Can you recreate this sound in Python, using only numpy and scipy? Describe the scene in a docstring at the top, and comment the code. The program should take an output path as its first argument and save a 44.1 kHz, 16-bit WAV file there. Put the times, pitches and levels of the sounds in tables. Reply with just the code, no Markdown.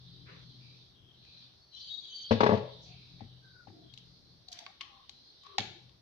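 """A quiet workshop, close to a small stereo microphone. Filtered-noise hiss, room tone and a wavering hum lie
underneath; band-passed scuffs come first, then a metal cover squeals along the bench as fuzzy gliding tones.
The cover lands near 2.3 s and rocks to rest, each blow a cluster of decaying sines with a noise crack.
Later a pick-up tool clicks against parts inside a pump housing, ringing small steel parts and the housing."""
import sys
import numpy as np
from scipy import signal
from scipy.io import wavfile
from scipy.ndimage import uniform_filter1d

SR = 44100
rng = np.random.default_rng(int(sys.argv[2]) if len(sys.argv) > 2 else 0)


def persist_wave(psi):
    """Save psi, clipped to +-1, as 16-bit WAV."""
    counts = np.round(np.clip(psi, -1, 1) * 32767).astype(np.int16)
    wavfile.write(sys.argv[1], SR, np.atleast_2d(counts).T)


N = 265041


def amp(db):
    """Decibels to gain."""
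    return 10 ** (np.asarray(db, float) / 20)


def evened(x):
    """Scales to rms 1."""
    return x / np.sqrt(np.mean(x ** 2) + 1e-20)


def drift(shape, size):
    """Random unevenness of rms 1, smoothed over size samples."""
    return evened(uniform_filter1d(rng.standard_normal(shape), size=size))


def over_time(points, s):
    """Reads a (start_s, value) table on a straight time axis."""
    return np.interp(s, *np.transpose(points))


def read(points, hz):
    """Reads a (pitch_hz, value) table on a log-frequency axis."""
    f, value = np.transpose(points)
    return np.interp(np.log(hz + 1), np.log(f + 1), value)


def add(mix, s, sound, pan_db=0):
    """Places a sound, one or two channels, in the stereo mix; positive pan_db makes the left louder."""
    sound = sound * amp([[pan_db / 2], [-pan_db / 2]])
    part = mix[:, round(s * SR):][:, :sound.shape[1]]
    part += sound[:, :part.shape[1]]


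def ring(modes, t, spread_db, flips=0.42):
    """Decaying sines; every blow stirs each mode by a different amount, a share of them upside down."""
    hz, db, t60 = np.transpose(modes)[:, :, None]
    stir_db = spread_db * rng.standard_normal(hz.shape)
    side = np.where(rng.random(hz.shape) < flips, -1., 1.)
    decay = amp(db + stir_db - 60 * t / t60)
    return (side * decay * np.sin(2 * np.pi * hz * t)).sum(0)


def noise(shape_db, same, patchy_db, size=1024):
    """Stereo noise from random short-time spectra; shape_db(hz, s) gives the level, with random level patches."""
    hop = size // 4
    frames, hz = N // hop + 5, np.fft.rfftfreq(size, 1 / SR)[:, None]
    a, b, c, d, patches = rng.standard_normal((frames, len(hz), 5)).T
    patches = uniform_filter1d(patches, size=7, axis=0)  # across pitch
    patches = evened(uniform_filter1d(patches, size=14, axis=1))  # across time
    left = a + 1j * b
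    right = same * left + np.sqrt(1 - same ** 2) * (c + 1j * d)
    level_db = shape_db(hz, np.arange(frames) * hop / SR) + patchy_db * patches
    spectra = np.array([left, right]) * amp(level_db)
    return evened(signal.istft(spectra, nperseg=size, noverlap=size - hop)[1][:, :N])


def whistle(hz, width_hz, same, steady=0):
    """Slow complex chance on a carrier: a tone of uncertain pitch and height, partly its own in each channel."""
    r = np.exp(-np.pi * width_hz / SR)
    z = rng.standard_normal((len(hz) + 4000, 4)).T
    z = signal.lfilter([1], [1, -2 * r, r * r], z[:2] + 1j * z[2:])[:, 4000:]  # skips the filter's start
    z[1] = same * z[0] + np.sqrt(1 - same ** 2) * z[1]
    z = z / np.sqrt(np.mean(abs(z) ** 2)) + steady
    carrier = np.exp(2j * np.pi * np.cumsum(hz) / SR)
    return evened((z * carrier).real)


def hum_and_rumble():
    """Four fuzzy hum lines waver over low noise; the rumble follows part of the hum's swings."""
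    # hum level over time: start_s, level_db [dB]
    hum_levels = [(0.0, -60), (0.63, -57.5), (0.75, -61), (0.84, -69.5), (0.96, -78.5), (1.02, -69.5),
                  (1.5, -72), (1.62, -82), (2.29, -84), (2.46, -42.5), (2.64, -51), (2.71, -60.5),
                  (3.38, -62), (3.62, -69), (3.9, -63.5), (4.38, -70), (4.72, -87.5), (5.59, -83),
                  (5.66, -63.5), (5.7, -62), (5.76, -69.5), (5.88, -63.5), (6.01, -88.5)]
    # hum lines: pitch_hz, width_hz, level_db [dB, relative], steady [steady tone against fuzz, ratio]
    hum_lines = [(125.4, 25, 1.5, 2.2), (168.3, 15, -4.5, 0.22), (211, 18, -18.5, .4),
                 (281.5, 16, -19.5, .4)]
    # rumble spectrum: pitch_hz, level_db [dB, relative]
    rumble_shape = [(20, -26), (40, -3.5), (80, 10), (150, 2), (300, -1), (450, -6), (700, -45.5)]
    rumble_db, follows = -67.5, 0.25  # mean level; share of the hum's swings in dB
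    hum_db = over_time(hum_levels, np.arange(N) / SR)
    hum = sum(amp(db) * whistle(np.full(N, hz), width_hz, 0.88, steady)
              for hz, width_hz, db, steady in hum_lines)
    rumble = noise(lambda hz, _: read(rumble_shape, hz), 0.8, 2.6, size=2048)
    swing_db = follows * (hum_db - hum_db.mean())
    low = amp(hum_db) * hum + amp(rumble_db + swing_db) * rumble
    return low * amp([[2.5], [-2.5]])  # leans left


def swelling_hiss():
    """A noise band whose level swells and whose pitch slides up and down."""
    # level: start_s, level_db [dB]
    hiss_levels = [(0.0, -60), (0.62, -58), (0.82, -60), (1.05, -72), (1.27, -59.5), (1.42, -56),
                   (1.6, -64.5), (1.77, -71), (1.92, -64), (2.01, -69), (2.28, -54.5), (2.32, -42.5),
                   (2.6, -58.5), (2.86, -56), (3.57, -65.5), (4.08, -64), (4.52, -66), (5.64, -58),
                   (6.01, -72.5)]
    # pitch guide, followed by 0.69 of its distance in octaves from 4000 Hz: start_s, guide_hz
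    pitch_guide = [(0.0, 4150), (0.1, 3826), (0.89, 4150), (1.02, 3140), (1.29, 4030), (1.52, 3780),
                   (1.61, 4330), (2.07, 3754), (2.11, 3170), (2.21, 4320), (2.38, 3540), (3.16, 4180),
                   (3.3, 3696), (3.68, 4410), (4.02, 3670), (4.07, 4470), (4.89, 3525), (5.27, 4216),
                   (5.59, 3724), (6.01, 4290)]
    # spectrum when the guide stands at 4000 Hz: pitch_hz, level_db [dB, relative]
    hiss_shape = [(2600, -22.5), (3200, -4.5), (4000, 3), (4700, -2), (5300, -13), (6100, -18),
                  (7000, -46.5)]

    def shape_db(hz, s):
        """Slides the spectrum along with the guide."""
        slide = (4000 / over_time(pitch_guide, s)) ** 0.69
        return read(hiss_shape, hz * slide)

    hiss = noise(shape_db, 0.0065, patchy_db=2.2)
    return amp(over_time(hiss_levels, np.arange(N) / SR)) * hiss


def room_tone():
    """Steady, nearly smooth noise with little in common between the channels."""
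    # spectrum: pitch_hz, level_db [dB, relative]
    tone_shape = [(12, -38.5), (20, -5), (113, -15.5), (433, -16), (512, -7.5), (2260, -18.5), (2980, -19),
                  (3240, -42.5), (4410, -15.5), (5680, -13), (6900, -36.5), (14300, -34), (16000, -77)]
    return amp(-72) * noise(lambda hz, _: read(tone_shape, hz), 0.017, 0.41)


def scuffs():
    """Soft strokes: band-passed noise with a quick start, a gradual fade and small catches and slips."""
    # strokes: start_s, end_s, low_hz, high_hz, level_db [dB rms before the stroke's envelope]
    strokes = [(0.255, 0.476, 990, 2720, -53.5), (0.273, 0.47, 262, 580, -58.5),
               (0.59, 0.914, 2250, 2680, -64.5), (1.211, 1.612, 2370, 2660, -67),
               (1.716, 2.299, 5600, 6420, -66), (1.738, 2.308, 3700, 4500, -48),
               (2.812, 2.961, 4920, 6400, -60.5), (2.843, 3.27, 2240, 2770, -62),
               (3.191, 3.276, 1730, 2440, -62), (4.525, 4.797, 1530, 4600, -57),
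               (4.795, 4.87, 1980, 4000, -63), (5.426, 5.623, 1500, 3400, -63),
               (5.582, 5.702, 1100, 2220, -59)]
    out = np.zeros((2, N))
    for s0, s1, lo_hz, hi_hz, db in strokes:
        grain = rng.standard_normal((round((s1 - s0) * SR), 2)).T
        band = signal.sosfilt(signal.butter(3, [lo_hz, hi_hz], "band", fs=SR, output="sos"), grain)
        u = np.linspace(0, 1, band.shape[1])
        stroke = np.minimum(u / 0.16, 1) * (1 - u ** 0.8)
        stroke *= amp(0.35 * drift(len(u), 300))  # catches and slips
        add(out, s0, amp(db) * evened(band) * stroke, 2.5)
    return out


def squeals():
    """Gliding tones of the rubbed metal, each a thin core within a fuzzy skirt, and faint whistles."""
    # glides: start_s, end_s, start_hz, end_hz, width_hz,
    # level_db [dB, core before unevenness and fades], pan_db [dB, left over right]
    glides = [(0.936, 1.2, 3306, 3176, 182, -67.5, 6.5), (1.599, 1.753, 4450, 4400, 21, -66, 2),
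              (1.713, 1.931, 3080, 3184, 170, -56, 4.5), (1.705, 1.88, 3990, 4100, 45, -56, 6),
              (1.723, 1.847, 5620, 5540, 222.2, -69, 15), (1.793, 1.96, 4670, 4610, 40, -53, -1),
              (1.961, 2.123, 4670, 4610, 40.4, -59, -4), (1.846, 2.35, 3410, 3310, 150, -55.5, 4.5),
              (1.889, 2.014, 3780, 3783, 30.6, -46.5, 10), (2.003, 2.13, 3730, 3800, 90, -60, 13),
              (1.834, 1.971, 4510, 4300, 200, -60, 0), (1.997, 2.323, 3870, 3840, 368.5, -57.5, -0.5),
              (2.076, 2.298, 3080, 3157, 24.8, -49.5, 0), (2.086, 2.275, 6200, 6140, 45, -69, 16),
              (2.119, 2.321, 4560, 4510, 47, -48, 0.5), (1.818, 2.304, 6650, 6680, 98.7, -77.5, 11),
              (1.978, 2.304, 2420, 2390, 119, -81, -4), (1.742, 1.987, 3500, 3360, 130, -62, 10),
              (2.409, 2.585, 11800, 11670, 122, -83.5, 5.5), (2.853, 2.965, 722, 709, 57.7, -70.5, 13),
              (3.417, 3.536, 1547, 1520, 50, -67, 9), (3.527, 3.663, 1505, 1426, 50, -66, 10),
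              (3.671, 3.91, 328.6, 325, 87, -62, 1.5), (3.727, 3.905, 697, 682, 59.4, -77, 19),
              (3.827, 3.95, 3250, 3220, 60, -71.5, 13), (4.473, 4.567, 735, 707, 46.3, -67.5, 15.5),
              (4.556, 4.695, 705, 677, 55, -64.5, 6), (4.578, 4.65, 850, 833, 141, -64.5, 3),
              (4.655, 4.715, 784, 760, 91, -65, 9), (4.832, 5.081, 1110, 1087, 121, -67, 8),
              (4.882, 5.042, 800, 777, 60, -76, 20), (5.248, 5.32, 4194, 4280, 105, -63, 6.5),
              (5.429, 5.578, 1110, 1125, 124, -63, 11), (5.465, 5.838, 410, 326.7, 43.8, -62.5, 1.5)]
    waver, catch_db = 0.016, 2.2  # wander as a share of the pitch (of 1200 Hz at most); unevenness, both rms
    steady, steady_hz = 1.1, 75  # narrow squeals hold a steady tone; it fades out around this width
    out = np.zeros((2, N))
    for s0, s1, hz0, hz1, width_hz, db, pan_db in glides:
        hz = np.linspace(hz0, hz1, round((s1 - s0) * SR))
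        n = len(hz)
        hz = hz + waver * np.minimum(hz, 1200) * drift(n, 600)
        core = whistle(hz, width_hz, 0.13, steady * np.exp(-(width_hz / steady_hz) ** 2))
        skirt = amp(-15.0) * whistle(hz, 5 * width_hz, 0.1)
        level = amp(db + catch_db * drift(n, 600)) * signal.windows.tukey(n, .33)
        add(out, s0, level * (core + skirt), pan_db)
    return out


def clicks():
    """A tick rings the small parts nearest its brightness, the housing and its cavity, with a puff of high noise."""
    # ticks: start_s, parts_db [dB rms before the rise], housing_db, cavity_db [dB, ring at its start],
    # bright_hz [brightest pitch], focus_db [dB per octave, below zero counts as none],
    # air_db [dB rms before rise and decay], pan_db [dB, left over right]
    ticks = [(1.249, -71, -66, -81, 3500, 8, -44, 20), (3.2063, -76.5, -38, -78.5, 3780, 16, -83, 35),
             (3.6712, -99, -36, -60, 3580, -12, -58, 24), (3.701, -82, -41.5, -70, 3710, -5, -49.5, 11.5),
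             (3.937, -52.5, -56, -76.5, 4300, 16.5, -24, 7.5), (3.975, -52, -63, -80, 3160, 35, -26.5, 10),
             (3.9835, -59.5, -71.5, -86, 4730, 24, -38, -21), (4.4805, -62, -68, -80, 4080, 27, -40, 8.5),
             (4.484, -48, -63, -66.5, 4000, 35, -22.5, 5.5), (4.517, -50, -63, -71, 5000, 24, -16.5, -5),
             (4.522, -53.5, -72, -78, 3900, 12, -21.5, 8.5), (4.527, -43, -64, -73, 4370, 17, -9.5, 4),
             (4.555, -63, -74, -81, 3000, 1, -48, -10), (4.571, -65, -58, -80, 2690, 12, -47, 9),
             (4.588, -46, -51, -67, 4900, 9, -14, 1), (4.663, -44, -36, -34.5, 3240, -3, -53, -1.5),
             (4.805, -57.5, -76, -42.5, 2223, 10, -47.5, 9), (4.809, -36.5, -75, -31.5, 2840, 19, -18, 3),
             (4.8135, -47, -77, -44, 2384, -3, -40, 11), (4.823, -56, -75, -62, 2800, 25, -52, 9),
             (4.832, -56, -75, -59, 2836, 15.5, -52, 6), (4.838, -71, -45.5, -47, 3420, 13, -50, 16),
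             (5.0933, -47, -45, -53, 4070, 13, -20.5, 6.5), (5.434, -64, -70, -49, 3800, 13.5, -32.5, 10),
             (5.465, -65.5, -57, -42, 3720, 38.5, -44, 25), (5.582, -25.5, -7, -31.5, 3720, 2, -2, 5.5),
             (5.593, -40.5, -52, -47, 3810, 8, -40, -11), (5.621, -48, -58, -56, 3680, 14, -45, -1),
             (5.604, -39.5, -60, -57, 3750, 17, -37, -5), (5.8928, -62, -80, -60, 3930, 12, -49, 8)]
    # small steel parts: pitch_hz, level_db [dB, relative], t60_s
    steel_parts = [(1300, -9, .012), (1600, -6, .012), (1930, -4, .015), (2170, -2, .015), (2430, -4, .014),
                   (2650, -3, .012), (2900, -4, .014), (3120, -2, .014), (3350, -3, .015), (3720, -1, .014),
                   (4100, -4, .015), (4500, -4, .015), (4800, -5, .014), (5250, -8, .013),
                   (5700, -10, .012), (6200, -11, .012), (6700, -12, .012), (7500, -9, .012),
                   (8500, -9, .012)]
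    low_focus = 1.6  # parts below the brightest pitch fall off this much faster than those above
    skirt_db = 11  # focus_db into this gives the octaves from the brightest pitch down to the low cut
    metal, bodies, t = np.zeros((2, N)), np.zeros((2, N)), np.arange(round(.15 * SR)) / SR
    air_band = signal.butter(6, [6500, 15000], "band", fs=SR, output="sos")
    tick_rise, body_rise = 1 - np.exp(-t / 0.0029), 1 - np.exp(-t / 0.0039)
    for s, db, housing_db, cavity_db, bright_hz, focus_db, air_db, pan_db in ticks:
        # each tick shifts every part's pitch a little at random
        shift = 1 + 0.015 * rng.standard_normal(len(steel_parts))
        near = []
        for (hz, level_db, t60), k in zip(steel_parts, shift):
            octaves = abs(np.log2(hz / bright_hz)) * (low_focus if hz < bright_hz else 1)
            near.append((hz * k, level_db - max(focus_db, 0) * octaves, t60))
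        parts = np.array([ring(near, t, 1.2), ring(near, t, 1.2)])
        chatter = drift((2, len(t)), 8)  # loose contact roughens the ring
        low_hz = max(bright_hz * 2 ** (-skirt_db / max(focus_db, 1)), 1000)
        low_cut = signal.butter(4, low_hz, "high", fs=SR, output="sos")
        parts = signal.sosfilt(low_cut, parts * (1 + 0.75 * chatter))
        puff = evened(signal.sosfilt(air_band, rng.standard_normal((len(t), 2)).T))
        air = amp(air_db - 60 * t / 0.024) * puff
        add(metal, s, (amp(db) * evened(parts) + air) * tick_rise, pan_db)
        body = ring([(795, housing_db, .022), (1110, cavity_db, .037)], t, 0)  # housing, then cavity
        add(bodies, s, body * (1 + 0.16 * evened(chatter[0])) * body_rise, pan_db)
    return metal, bodies


def knocks():
    """Each blow rings the bench and adds a crack of decaying noise at its own level."""
    # cover landing and rocking, later bumps on the bench: start_s, thud_db [dB rms before the fast fade],
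    # crack_db [dB rms before rise and decay], depth_db [dB lost per octave above 400 Hz]
    blows = [(2.3091, -28, -20, 5.5), (2.322, -34, -23, 10.5), (2.336, -36.5, -48.5, 14.5),
             (2.405, -31, -17.5, 0), (2.414, -43, -43.5, 12), (2.4307, -29, -19, 0), (2.446, -48, -51, -1),
             (2.462, -32, -21, -2.5), (2.491, -31.5, -30.5, 3.5), (2.506, -41.5, -34.5, -1),
             (2.518, -33, -39, 3.5), (2.528, -39.5, -32, 3), (2.537, -38, -40, 2.5), (2.551, -52, -33, 2),
             (2.571, -46, -32.5, 10), (3.215, -54, -63, 13), (3.679, -59.5, -51, 13),
             (5.592, -48, -46, 11.5), (5.607, -53.5, -55, 7), (5.631, -69, -52, 7), (5.674, -59, -57, 36)]
    # wooden bench top with the cover on it: pitch_hz, level_db [dB, relative], t60_s [before damping]
    bench_modes = [(103.4, -12, 0.2), (156, -19.5, 0.034), (199.9, -11.5, 0.32), (221.8, -2, 0.14),
                   (376, -16.5, 0.18), (440.5, 2.5, 0.11), (543.6, 12, 0.027), (516.6, -5.5, 0.11),
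                   (600, -5.5, 0.07), (652, -11, 0.21), (854, 0, 0.076), (946, 3.5, 0.05), (1122, 3, 0.043),
                   (1221, 2, 0.021), (1380, -10, 0.033), (1723, -10.5, 0.091), (1990, -9.5, 0.056)]
    damping = 0.95  # a hand on the cover shortens each ring by this factor
    fade_s, fade_db_per_s = 2.556, 905  # thuds still ringing at this time fade out very fast
    out, t = np.zeros((2, N)), np.arange(round(.4 * SR)) / SR
    crack_band = signal.butter(1, [1000, 3500], "band", fs=SR, output="sos")
    for s, thud_db, crack_db, depth_db in blows:
        # each blow shifts every mode's pitch a little at random
        shift = 1 + 0.022 * rng.standard_normal(len(bench_modes))
        struck = [(hz * k, level_db - depth_db * np.log2(hz / 400), t60 * damping)
                  for (hz, level_db, t60), k in zip(bench_modes, shift)]
        thud = ring(struck, t, 2.0, flips=1) * (1 - np.exp(-t / .0014))
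        thud *= 1 + 0.25 * drift(len(t), 150)  # the cover rattles as it rings
        crack = evened(signal.sosfilt(crack_band, rng.standard_normal((len(t), 2)).T))
        crack *= 1 - np.exp(-t / 0.0055)
        fade_db = -fade_db_per_s * np.maximum(s + t - fade_s, 0) * (s < fade_s)
        blow = amp(thud_db + fade_db) * evened(thud) + amp(crack_db - 60 * t / 0.053) * crack
        add(out, s, blow, 7.5)  # the bench sounds louder on the left
    out[0] = np.roll(out[0], 13)  # samples by which the left port hears the bench later
    return out


def room(x):
    """Sparse taps of random sign, each band dying at its own speed; the bass is alike at both ports."""
    # reverberation: pitch_hz, t60_s
    band_decay = [(100, 0.13), (230, 0.22), (500, 0.52), (1500, 0.47), (4000, 0.62), (8000, 0.36)]
    taps = np.zeros((2, SR))
    at = np.arange(300, SR - 20, 20) + rng.integers(0, 20, (2, (SR - 301) // 20))
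    np.put_along_axis(taps, at, rng.choice([-1., 1.], at.shape), 1)
    hz, t, z = signal.stft(taps, SR, nperseg=512)
    same = np.exp(-(hz / 700) ** 2)[:, None]
    z[1] = same * z[0] + np.sqrt(1 - same ** 2) * z[1]
    decay = amp(-60 * t / read(band_decay, hz)[:, None])
    tail = signal.istft(z * decay, SR, nperseg=512)[1]
    tail = tail / np.linalg.norm(tail[0])
    wet = signal.fftconvolve(x.mean(0)[None], tail, axes=1)[:, :N]
    return wet * amp([[2.5], [-2.5]])


def coloured(x):
    """The microphone loses deep bass and falls steeply above its presence band; minimum phase, so no pre-echo."""
    # response to near hits: pitch_hz, level_db [dB]
    response = [(30, -13), (60, -19.5), (95, -6), (4500, -2.5), (6000, -10.5), (7500, -31), (9000, -42),
                (16000, -46.5)]
    log_gain = np.log(amp(read(response, abs(np.fft.fftfreq(8192, 1 / SR)))))
    taps = np.fft.ifft(np.exp(np.conj(signal.hilbert(log_gain)))).real[:4096]
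    return signal.oaconvolve(x, taps[None], axes=1)[:, :N]


def scene():
    """Near hits with their echoes, over the rubbing and the background."""
    background = hum_and_rumble() + swelling_hiss() + room_tone()
    rubbing = scuffs() + squeals()
    metal, housing = clicks()
    bench = knocks()
    # random level changes blur the pitch of the clicks' echoes
    blur = evened(1 + 1.5 * drift(N, 60))
    # the housing's ring is sent more weakly to the echoes
    click_send = blur * metal + amp(-6) * housing
    echoes = room(amp(-6.5) * bench + amp(-6.0) * click_send)
    return coloured(bench + metal + housing + echoes) + rubbing + background


def record(dry):
    """The band limit: a steep low-pass at 15.6 kHz."""
    low_pass = signal.firwin(511, 15600, window=("kaiser", 9), fs=SR)
    return signal.oaconvolve(dry, low_pass[None], "same")


dry = scene()
out = record(dry)
persist_wave(out)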